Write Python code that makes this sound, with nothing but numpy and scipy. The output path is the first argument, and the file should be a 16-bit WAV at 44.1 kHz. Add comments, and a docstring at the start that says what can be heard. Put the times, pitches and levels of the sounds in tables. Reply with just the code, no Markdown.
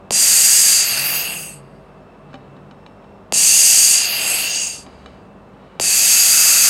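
"""A pop, then a close, bright hiss: the gas valve of a handheld laser welder opens for three tack welds.
Shielding gas rushes through the nozzle tube, which rings like a short pipe, while the melt spits sparks.
After the first two welds the nozzle lifts, and the hiss turns hollow and dies as the hose empties.
In the pauses the nozzle taps and slides on the steel plate, over workshop air, mains hum,
faint whines and a distant motor. The scene is mono."""
import sys
import numpy as np
from scipy import signal
from scipy.fft import rfft, irfft, next_fast_len
from scipy.io import wavfile
from scipy.ndimage import uniform_filter1d

SR = 44100
rng = np.random.default_rng(int(sys.argv[2]) if len(sys.argv) > 2 else 0)


def dump(signal):
    """Clip the signal to [-1, 1] and save it as 16-bit WAV at the path in sys.argv[1]."""
    limited = np.clip(np.atleast_2d(signal).T, -1, 1)
    pcm = np.round(limited * 32767).astype(np.int16)
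    wavfile.write(sys.argv[1], SR, pcm)


N = 295029
TIME = np.arange(N) / SR
FRAME, HOP, FIELD_FRAMES = 1024, 256, 400  # the hiss's spectral grid; its random fields outlast a burst
GAS_LAG_S, SEEP_S, SEEP_DB_PER_S = .0103, .4, 36  # gas trails the pop; the empty hose seeps a last trickle
CLICK_MODE_HZ, HIGH_CUT_HZ = 2770, 15950  # lowest ring of the struck tube; top of the mix

# Levels in the tables are relative: each layer adds its own trims and envelopes.
# room tone EQ: (frequency [Hz], level [dB])
AIR_EQ = [(15, -59), (30, -29), (60, -13), (120, -10.5), (195, -6), (320, -11), (620, -11), (1200, -17),
          (2000, -28.5), (3500, -36.5), (6000, -47), (9000, -48.5), (10000, -55.5), (16000, -60)]
# mains and machine hum: (frequency [Hz], level [dB], width [Hz])
HUM_PARTIALS = [(50, -59, .6), (101, -58, 1.5), (146.2, -56, 8), (188.7, -56.5, 10), (199.7, -53.5, 7.5),
                (390, -57.5, 3), (469, -62.5, 5), (557, -62, 4.5), (641, -59.5, 6)]
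# faint high whines: (frequency [Hz], level [dB], width [Hz])
WHINE_BANDS = [(2647, -70.5, 78), (5383, -86, 60), (8120, -92.5, 160), (11450, -96, 400)]
# a machine sings up: (time [s], length [s], pitch [Hz], level [dB])
MACHINE_NOTES = [(2.82, .36, 2706, -66)]
# runs of the far motor: (time [s], length [s], starting pitch [Hz], bend at mid-run [Hz], level [dB])
MOTOR_RUNS = [(0.938, .76, 130.1, 28.5, -44.5), (2.258, .46, 148.6, -14, -48.5), (4.78, .42, 68, 1.5, -51)]
# nozzle taps the plate: (time [s], tick level [dB], bench thud level [dB])
NOZZLE_TAPS = [(2.331, -37, -54), (2.3415, -30, -38), (2.355, -37, -59), (2.5655, -43.5, -49),
               (2.711, -36.5, -53), (2.8635, -33.5, -56), (3.0228, -50, -64.5), (3.042, -46, -60.5),
               (4.765, -39, -55.5), (4.864, -32.5, -44), (5.0598, -28.5, -45.5), (5.1438, -45, -53)]
# nozzle slides into place: (time [s], length [s], level [dB])
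NOZZLE_SLIDES = [(2.335, .03, -60), (2.45, .25, -69), (4.87, 0.25, -56.5), (5.62, 0.18, -58)]
# ring of the steel plate: (frequency [Hz], level [dB], t60 [s])
PLATE_MODES = [(1740, -16, 0.065), (2360, -0.5, .06), (2990, 0.5, 0.065), (3280, -5, 0.034),
               (3790, -14.5, 0.29), (4360, -11, 0.037), (5335, -20, 0.26), (6400, -14, .08),
               (7494, -17.5, 0.054)]
# ring of the bench under it: (frequency [Hz], level [dB], t60 [s])
BENCH_MODES = [(260, 8.5, 0.2), (436, -8, .3), (584, 2.5, 0.26), (787, 4, 0.19), (1125, 2, 0.059)]
# EQ of the nozzle rubbing on steel: (frequency [Hz], level [dB])
SCRAPE_EQ = [(300, -15), (1200, 7.5), (2200, -3), (3000, -3), (3900, -1.5), (5500, -17), (7000, -20),
             (9500, -27), (12000, -38), (16000, -55)]
# laser beam: (on [s], off [s])
BEAM_TIMES = [(.2, .45), (3.42, 4.5), (5.9, 8.4)]
# EQ of the rumble after the valve's pop: (frequency [Hz], level [dB])
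RUMBLE_EQ = [(40, -28), (110, -10), (200, -2), (330, -9), (600, -5.5), (1300, -12.5), (3000, -39.5)]
# gas bursts: (valve opens [s], hose empty [s], fill time [s], fade stretch [x], click [dB], thump [dB],
# gas [dB], roar [dB], lowest tube resonance [Hz], its boost when seated [dB])
GAS_BURSTS = [(0.1076, 1.629, 0.053, 1.32, -7, -13.5, -0.45, 1.3, 2725, 8.5),
              (3.3236, 4.875, 0.042, 1.055, -6, -14, .2, -2.5, 2726, 13),
              (5.7986, 7.3, 0.094, 1, -5, -14, 0.47, 0.3, 2640, 11)]
# nozzle moves, per burst: (time [s], lift [0 seated, 1 free], first notch of the plate echo [Hz])
NOZZLE_POSES = [
    [(.78, 0.07, 14500), (.84, 0.2, 10450), (.92, 0.45, 6100), (1.03, 0.68, 7700), (1.24, 1, 7680),
     (1.38, 1, 4180), (1.46, 1, 4370), (1.58, 0.78, 5600)],
    [(3.96, 0.096, 14500), (4.06, 0.3, 8800), (4.2, 0.61, 6100), (4.32, 0.74, 5150), (4.42, .58, 6600),
     (4.5, 0.8, 9050), (4.62, 0.81, 11600), (4.78, 0.54, 12000), (4.92, .2, 13000)],
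    [(5.8, .1, 14400)],
]
# gas EQ, nozzle seated on the plate: (frequency [Hz], level [dB])
SEATED_EQ = [(40, -44), (170, -27), (400, -24.5), (680, -15), (1000, -21), (1900, -9.5), (3700, -11),
             (5400, -8), (6300, 0), (7400, 2), (8700, -1.5), (10800, -6.5), (12300, -8), (13600, -14),
             (15000, -24)]
# gas EQ, nozzle free: (frequency [Hz], level [dB])
FREE_EQ = [(40, -36), (240, -12), (420, -12), (680, -6), (1000, -12.5), (2100, -9.5), (3700, -10.5),
           (6000, -6.5), (9000, -5.5), (12300, -14), (16000, -16)]
# upper tube resonances: (frequency [Hz], width [Hz], boost seated [dB], boost free [dB])
TUBE_MODES = [(4710, 173, 17, 18.5), (6530, 310, 5, 14), (8270, 360, 3, 12), (9940, 150, 5, 12),
              (11660, 280, 5.5, 13.5), (13100, 350, -2, 6)]
# echoes off the gun body, hand and bench: (base delay [s], level [dB])
NEAR_ECHOES = [(.0011, -35), (.0023, -27.5), (.0041, -21.5)]
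# envelopes of four eddy bands, in the order tube tone, plate hiss, fizz, roar:
# (full flow [dB], onset offset [dB], lifted offset [dB], fade [s], fade curve [exponent], trickle [dB])
EDDY_BANDS = [(-18.5, -7.5, -7, 0.31, 1.67, -38.5), (-12.8, -7, -1, 0.21, 1.56, -39.5),
              (-22.5, -19.5, 0, 0.17, 2.8, -52.5), (-31.5, -9.5, 1, 0.4, 1.8, -32)]
# treble rides as the gun swings away, per burst: (time [s], plate hiss [dB], fizz [dB])
TREBLE_RIDES = [
    [(.7, 0.5, 2.5), (.77, -.5, -2), (.83, -4.5, -10), (.875, -11, 1), (.95, -9, -7), (1.066, -14, 2.5),
     (1.2, -13, 1), (1.28, -17.5, -9.5), (1.5, -17.5, -7)],
    [(3.92, 1.5, -.5), (4.014, -4.5, -14), (4.11, -22, -2), (4.24, -10.5, -9), (4.31, -7, -3),
     (4.43, -12.5, -5.5), (4.53, -11, -18), (4.6, -10, -21), (4.75, -13, -24)],
    [(5.8, -0.5, 3)],
]
# ringing pockets in the gap at the mouth: (peak time [s], half length [s], frequency [Hz], boost [dB])
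GAP_POCKETS = [(.45, 0.66, 8400, 4), (1.54, 0.097, 8220, 12.5), (4.12, .09, 6730, 8),
               (4.32, 0.12, 7540, 4.5), (4.62, .15, 6700, 5), (6.65, 0.47, 1344, 10.5)]


def amp(db):
    """Decibels to gain."""
    return 10 ** (np.asarray(db) / 20)


def unit(x):
    """Scales to rms 1."""
    return x / np.sqrt(np.mean(x ** 2) + 1e-20)


def eq_gain(eq, hz):
    """Gain of an EQ curve, drawn on a log-frequency axis."""
    points_hz, db = np.transpose(eq)
    return amp(np.interp(np.log(hz + 1), np.log(points_hz), db))


def automation(rows, t):
    """Reads each lane of a breakpoint table at times t."""
    times, *lanes = np.transpose(rows)
    return [np.interp(t, times, lane) for lane in lanes]


def add(mix, start, sound):
    """Mixes a sound in at start seconds."""
    part = mix[max(round(start * SR), 0):][:len(sound)]
    part += sound[:len(part)]


def noise(count, eq):
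    """Noise through an EQ curve, at rms 1."""
    size = next_fast_len(count)
    white = rfft(rng.standard_normal(count), size)
    return unit(irfft(white * eq_gain(eq, np.fft.rfftfreq(size, 1 / SR)), size)[:count])


def drift(rate):
    """Random modulator of rms 1 that turns rate times a second."""
    knots = rng.standard_normal(8192)
    return unit(np.interp(TIME * rate, np.arange(len(knots)), knots))


def blotches(shape, frames, bins):
    """Smooth random modulator over time and frequency."""
    field = rng.standard_normal((FIELD_FRAMES, shape[1]))
    for _ in range(2):
        field = uniform_filter1d(uniform_filter1d(field, frames, 0), bins, 1)
    return unit(field)[:shape[0]]


def swell(start, length, attack_s, release_s):
    """Envelope that rises until start, holds for length and dies away."""
    return np.exp(np.minimum(TIME - start, 0) / attack_s - np.maximum(TIME - start - length, 0) / release_s)


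def ring(modes, t):
    """Dying sines of a struck object."""
    return sum(amp(db - 60 * t / t60) * np.sin(2 * np.pi * hz * t) * rng.choice([-1, 1])
               for hz, db, t60 in modes)


def peak(hz, centre, width, db):
    """Extra power of one resonance: a narrow core with wide skirts."""
    return (amp(db) ** 2 - 1) / (1 + ((hz - centre) / (width / 2)) ** 2)


def room_tone(air_db=-44.57):
    """The bed: workshop air and wavering machine hum."""
    out = amp(air_db) * noise(N, AIR_EQ)
    for hz, db, width in HUM_PARTIALS:
        level = amp(db) * np.sqrt(2) * (1 + .19 * drift(2 * width))
        out += level * np.sin(2 * np.pi * hz * TIME + 1.3 * drift(width))
    return out


def whines(swell_db=3):
    """Thin bands of noise, each swelling and fading by itself."""
    out = 0
    for hz, db, width in WHINE_BANDS:
        band = (drift(2 * width) + 1j * drift(2 * width)) * np.exp(2j * np.pi * hz * TIME)
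        out += amp(db + swell_db * drift(2.5)) * band.real
    return out


def singing_machine(octave_db=-10):
    """A brief, thin, unsteady machine tone and its octave."""
    out = 0
    for start, length, hz, db in MACHINE_NOTES:
        phase = 2 * np.pi * hz * TIME + .7 * drift(40)
        level = amp(db) * swell(start, length, attack_s=.04, release_s=.08)
        out += level * (np.sin(phase) + amp(octave_db) * np.sin(2 * phase))
    return out


def far_motor(octave_db=-14, waver=.011, flutter_db=2.5, sag_db_per_s=2.5):
    """Each run of the motor bends away from its pitch and back while the level sags."""
    out = 0
    for start, length, hz, bend_hz, db in MOTOR_RUNS:
        age = np.clip(TIME - start, 0, length)
        pitch = (hz + bend_hz * np.sin(np.pi * age / length)) * (1 + waver * drift(30))
        phase = 2 * np.pi * np.cumsum(pitch) / SR
        level = swell(start, length, attack_s=.06, release_s=.08)
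        level *= amp(db - sag_db_per_s * age + flutter_db * drift(16))
        out += np.sqrt(2) * level * (np.sin(phase) + amp(octave_db) * np.sin(2 * phase))
    return out


def nozzle_taps(ring_db=-15, crack_db=-4, crack_t60=.023, thud_db=-3, contact_s=.00024):
    """The nozzle ticks against the plate, ringing it and thudding the bench."""
    out, t = np.zeros(N), TIME[:SR // 3]
    attack = 1 - np.exp(-(t / contact_s) ** 2)  # soft copper needs a moment to bear on the steel
    for start, tick_db, bench_db in NOZZLE_TAPS:
        crack = noise(len(t), SCRAPE_EQ) * amp(crack_db - 60 * t / crack_t60)
        tick = amp(tick_db) * (crack + amp(ring_db) * ring(PLATE_MODES, t))
        thud = amp(bench_db + thud_db) * ring(BENCH_MODES, t)
        add(out, start, attack * (tick + thud))
    return out


def nozzle_slides(ring_db=-5, grain_db=.98):
    """The nozzle scrapes along, and the friction rings the plate."""
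    strokes = sum(amp(db) * swell(start, length, attack_s=.07, release_s=.075)
                  for start, length, db in NOZZLE_SLIDES)
    friction = noise(N, SCRAPE_EQ)
    ringing = unit(signal.oaconvolve(friction, ring(PLATE_MODES, TIME[:SR // 100]))[:N])
    return (friction + amp(ring_db) * ringing) * strokes * amp(grain_db * drift(90))


def tube_click(t, ring_db=-29, t60=.02, rise_s=.00008, spike_hz=3000):
    """A sharp pressure transient, followed by the short ring of the tube."""
    spike = t / rise_s * np.exp(1 - t / rise_s) * np.cos(2 * np.pi * spike_hz * (t - rise_s))
    modes = TUBE_MODES + [(CLICK_MODE_HZ, 0, 11, 0)]
    ringing = sum(amp(db) * np.cos(2 * np.pi * hz * (t - rise_s)) for hz, _, db, _ in modes)
    return spike + amp(ring_db - 60 * t / t60) * ringing


def spatter(level_db=-27, sparks_per_s=70, spread_db=3):
    """The melt spits a crackle of small sparks while the beam is on."""
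    beam = sum((TIME > on) & (TIME < off) for on, off in BEAM_TIMES)
    sizes = amp(level_db + spread_db * np.minimum(rng.exponential(1, N), 4))
    sparks = beam * sizes * (rng.random(N) < sparks_per_s / SR)
    return signal.oaconvolve(sparks, tube_click(TIME[:1024]))[:N]


def valve_pops(top_hz=1450, low_hz=300, glide_s=.0014, swell_s=.0019, boom_hz=210, boom_db=-14,
               boom_t60=.068, rumble_db=-21, rumble_t60=.87, puff_db=-22, puff_t60=.041):
    """The pressure front lands as a click, a falling chirp from the hose, a rumbling boom and a puff."""
    out, t = np.zeros(N), TIME[:SR // 4]
    pitch = low_hz + (top_hz - low_hz) * np.exp(-t / glide_s)
    chirp = np.sin(2 * np.pi * np.cumsum(pitch) / SR) * np.exp(-(t / swell_s - 1) ** 2)
    boom = np.sin(2 * np.pi * boom_hz * t) * amp(boom_db - 60 * t / boom_t60)
    for opens, _, _, _, click_db, thump_db, *_ in GAS_BURSTS:
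        rumble = noise(len(t), RUMBLE_EQ) * amp(rumble_db - 60 * t / rumble_t60)
        puff = noise(len(t), SEATED_EQ) * amp(puff_db - 60 * t / puff_t60)
        add(out, opens, amp(click_db) * tube_click(t) + amp(thump_db) * (chirp + boom + rumble) + puff)
    return out


def tube_gain(hz, lift, low_hz, low_db, low_width_hz=165, low_free_db=19, wander=.007):
    """The tube's resonances wander with the jet and stand out once its mouth clears the plate."""
    hz = hz * (1 + wander * blotches(lift.shape, frames=8, bins=1))
    power = 1
    for centre, width, seated_db, free_db in [(low_hz, low_width_hz, low_db, low_free_db), *TUBE_MODES]:
        power += peak(hz, centre, width, seated_db + lift * (free_db - seated_db))
    return np.sqrt(abs(power))


def echo_gain(hz, lift, notch_hz, reflection=.67, stretch=2.7):
    """Echoes comb the hiss like a flanger: the longer their paths, the lower the notches."""
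    plate_lag = .5 / notch_hz
    comb = 1 + reflection * lift * np.exp(2j * np.pi * hz * plate_lag)
    for delay, db in NEAR_ECHOES:
        comb += amp(db) * np.exp(2j * np.pi * hz * (delay + stretch * plate_lag))
    return abs(comb)


def pocket_gain(hz, t, q=9):
    """Each pocket's resonance swells and fades as the nozzle passes through its angle."""
    power = 1
    for when, half_length, centre, db in GAP_POCKETS:
        boost_db = db * np.exp(-((t - when) / half_length) ** 2)
        power += peak(hz, centre, 150 + centre / (2 * q), boost_db)
    return np.sqrt(abs(power))


def eddy_bands(hz):
    """Crossover for four sizes of eddy: tube tone (with the deepest rumble), plate hiss, fizz, roar."""
    above_rumble, above_roar, above_tone, above_hiss = (
        1 / (1 + (edge_hz / (hz + 1)) ** slope)
        for edge_hz, slope in [(1050, 10), (2300, 14), (5200, 55), (10800, 20)])
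    tone = 1 - above_rumble + above_roar - above_tone
    return [tone, above_tone - above_hiss, above_hiss, above_rumble - above_roar]


def flow_gains(age, time_left, fill_s, fade_stretch, lift):
    """Envelope of each eddy band: the line fills, the flow holds, the hose drains to a trickle."""
    gains = []
    for full_db, onset_db, lifted_db, fade_s, curve, seep_db in EDDY_BANDS:
        flow = amp(full_db + onset_db * np.exp(-age / fill_s) + lifted_db * lift)
        drain = np.clip(time_left / (fade_s * fade_stretch), 1e-6, 1) ** curve
        seep = amp(seep_db + SEEP_DB_PER_S * np.minimum(time_left, 0))
        gains.append(flow * np.hypot(drain, seep))
    return gains


def gas_hiss(burst, pose, treble, flutter_db=.42, attack_s=.00095):
    """Turbulence rings the tube and splashes on the plate; returns the start time and the hiss."""
    opens, empty, fill_s, fade_stretch, _, _, gas_db, roar_db, low_hz, low_db = burst
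    start = opens + GAS_LAG_S
    count = int((empty + SEEP_S - start) * SR)
    t = start + np.arange(count // HOP + 4)[:, None] * HOP / SR
    hz = np.fft.rfftfreq(FRAME, 1 / SR)
    lift, notch_hz = automation(pose, t)
    colour = eq_gain(SEATED_EQ, hz) ** (1 - lift) * eq_gain(FREE_EQ, hz) ** lift
    colour *= tube_gain(hz, lift, low_hz, low_db) * echo_gain(hz, lift, notch_hz)
    # the treble shifts in patches while the gun is swung about
    patch_db = (.8 + 1.8 * lift) * np.minimum(hz / 6000, 1)
    colour *= amp(patch_db * blotches(colour.shape, frames=13, bins=6))
    envelopes = flow_gains(t - start, empty - t, fill_s, fade_stretch, lift)
    trims_db = [0, *automation(treble, t), roar_db]
    power = 0
    for band, envelope, trim_db in zip(eddy_bands(hz), envelopes, trims_db):
        band_power = abs(band) * colour ** 2
        power += (envelope * amp(trim_db)) ** 2 * band_power / band_power.sum(1, keepdims=True)
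    real, imag = rng.standard_normal((2, FIELD_FRAMES, len(hz)))[:, :len(t)]
    spectra = (real + 1j * imag) * np.sqrt(power) * pocket_gain(hz, t)
    hiss = signal.istft(spectra.T, nperseg=FRAME, noverlap=FRAME - HOP)[1][:count] * np.sqrt(3 / 2)
    gate = np.minimum(TIME[:count] / attack_s, 1)
    return start, hiss * gate * amp(gas_db + flutter_db * drift(93)[:count])


def scene():
    """The welding gun up front, the workshop behind it, the same on both channels."""
    mix = valve_pops() + spatter() + nozzle_taps() + nozzle_slides()
    mix += room_tone() + far_motor() + whines() + singing_machine()
    for burst, pose, treble in zip(GAS_BURSTS, NOZZLE_POSES, TREBLE_RIDES):
        add(mix, *gas_hiss(burst, pose, treble))
    return np.array([mix, mix])


def record(dry):
    """Master chain: a hard clip just under full scale, then a steep high cut."""
    low_pass = signal.firwin(511, HIGH_CUT_HZ, window=("kaiser", 9), fs=SR)
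    return signal.oaconvolve(np.clip(dry, -.95, .95), low_pass[None], "same")


dry = scene()
out = record(dry)
dump(out)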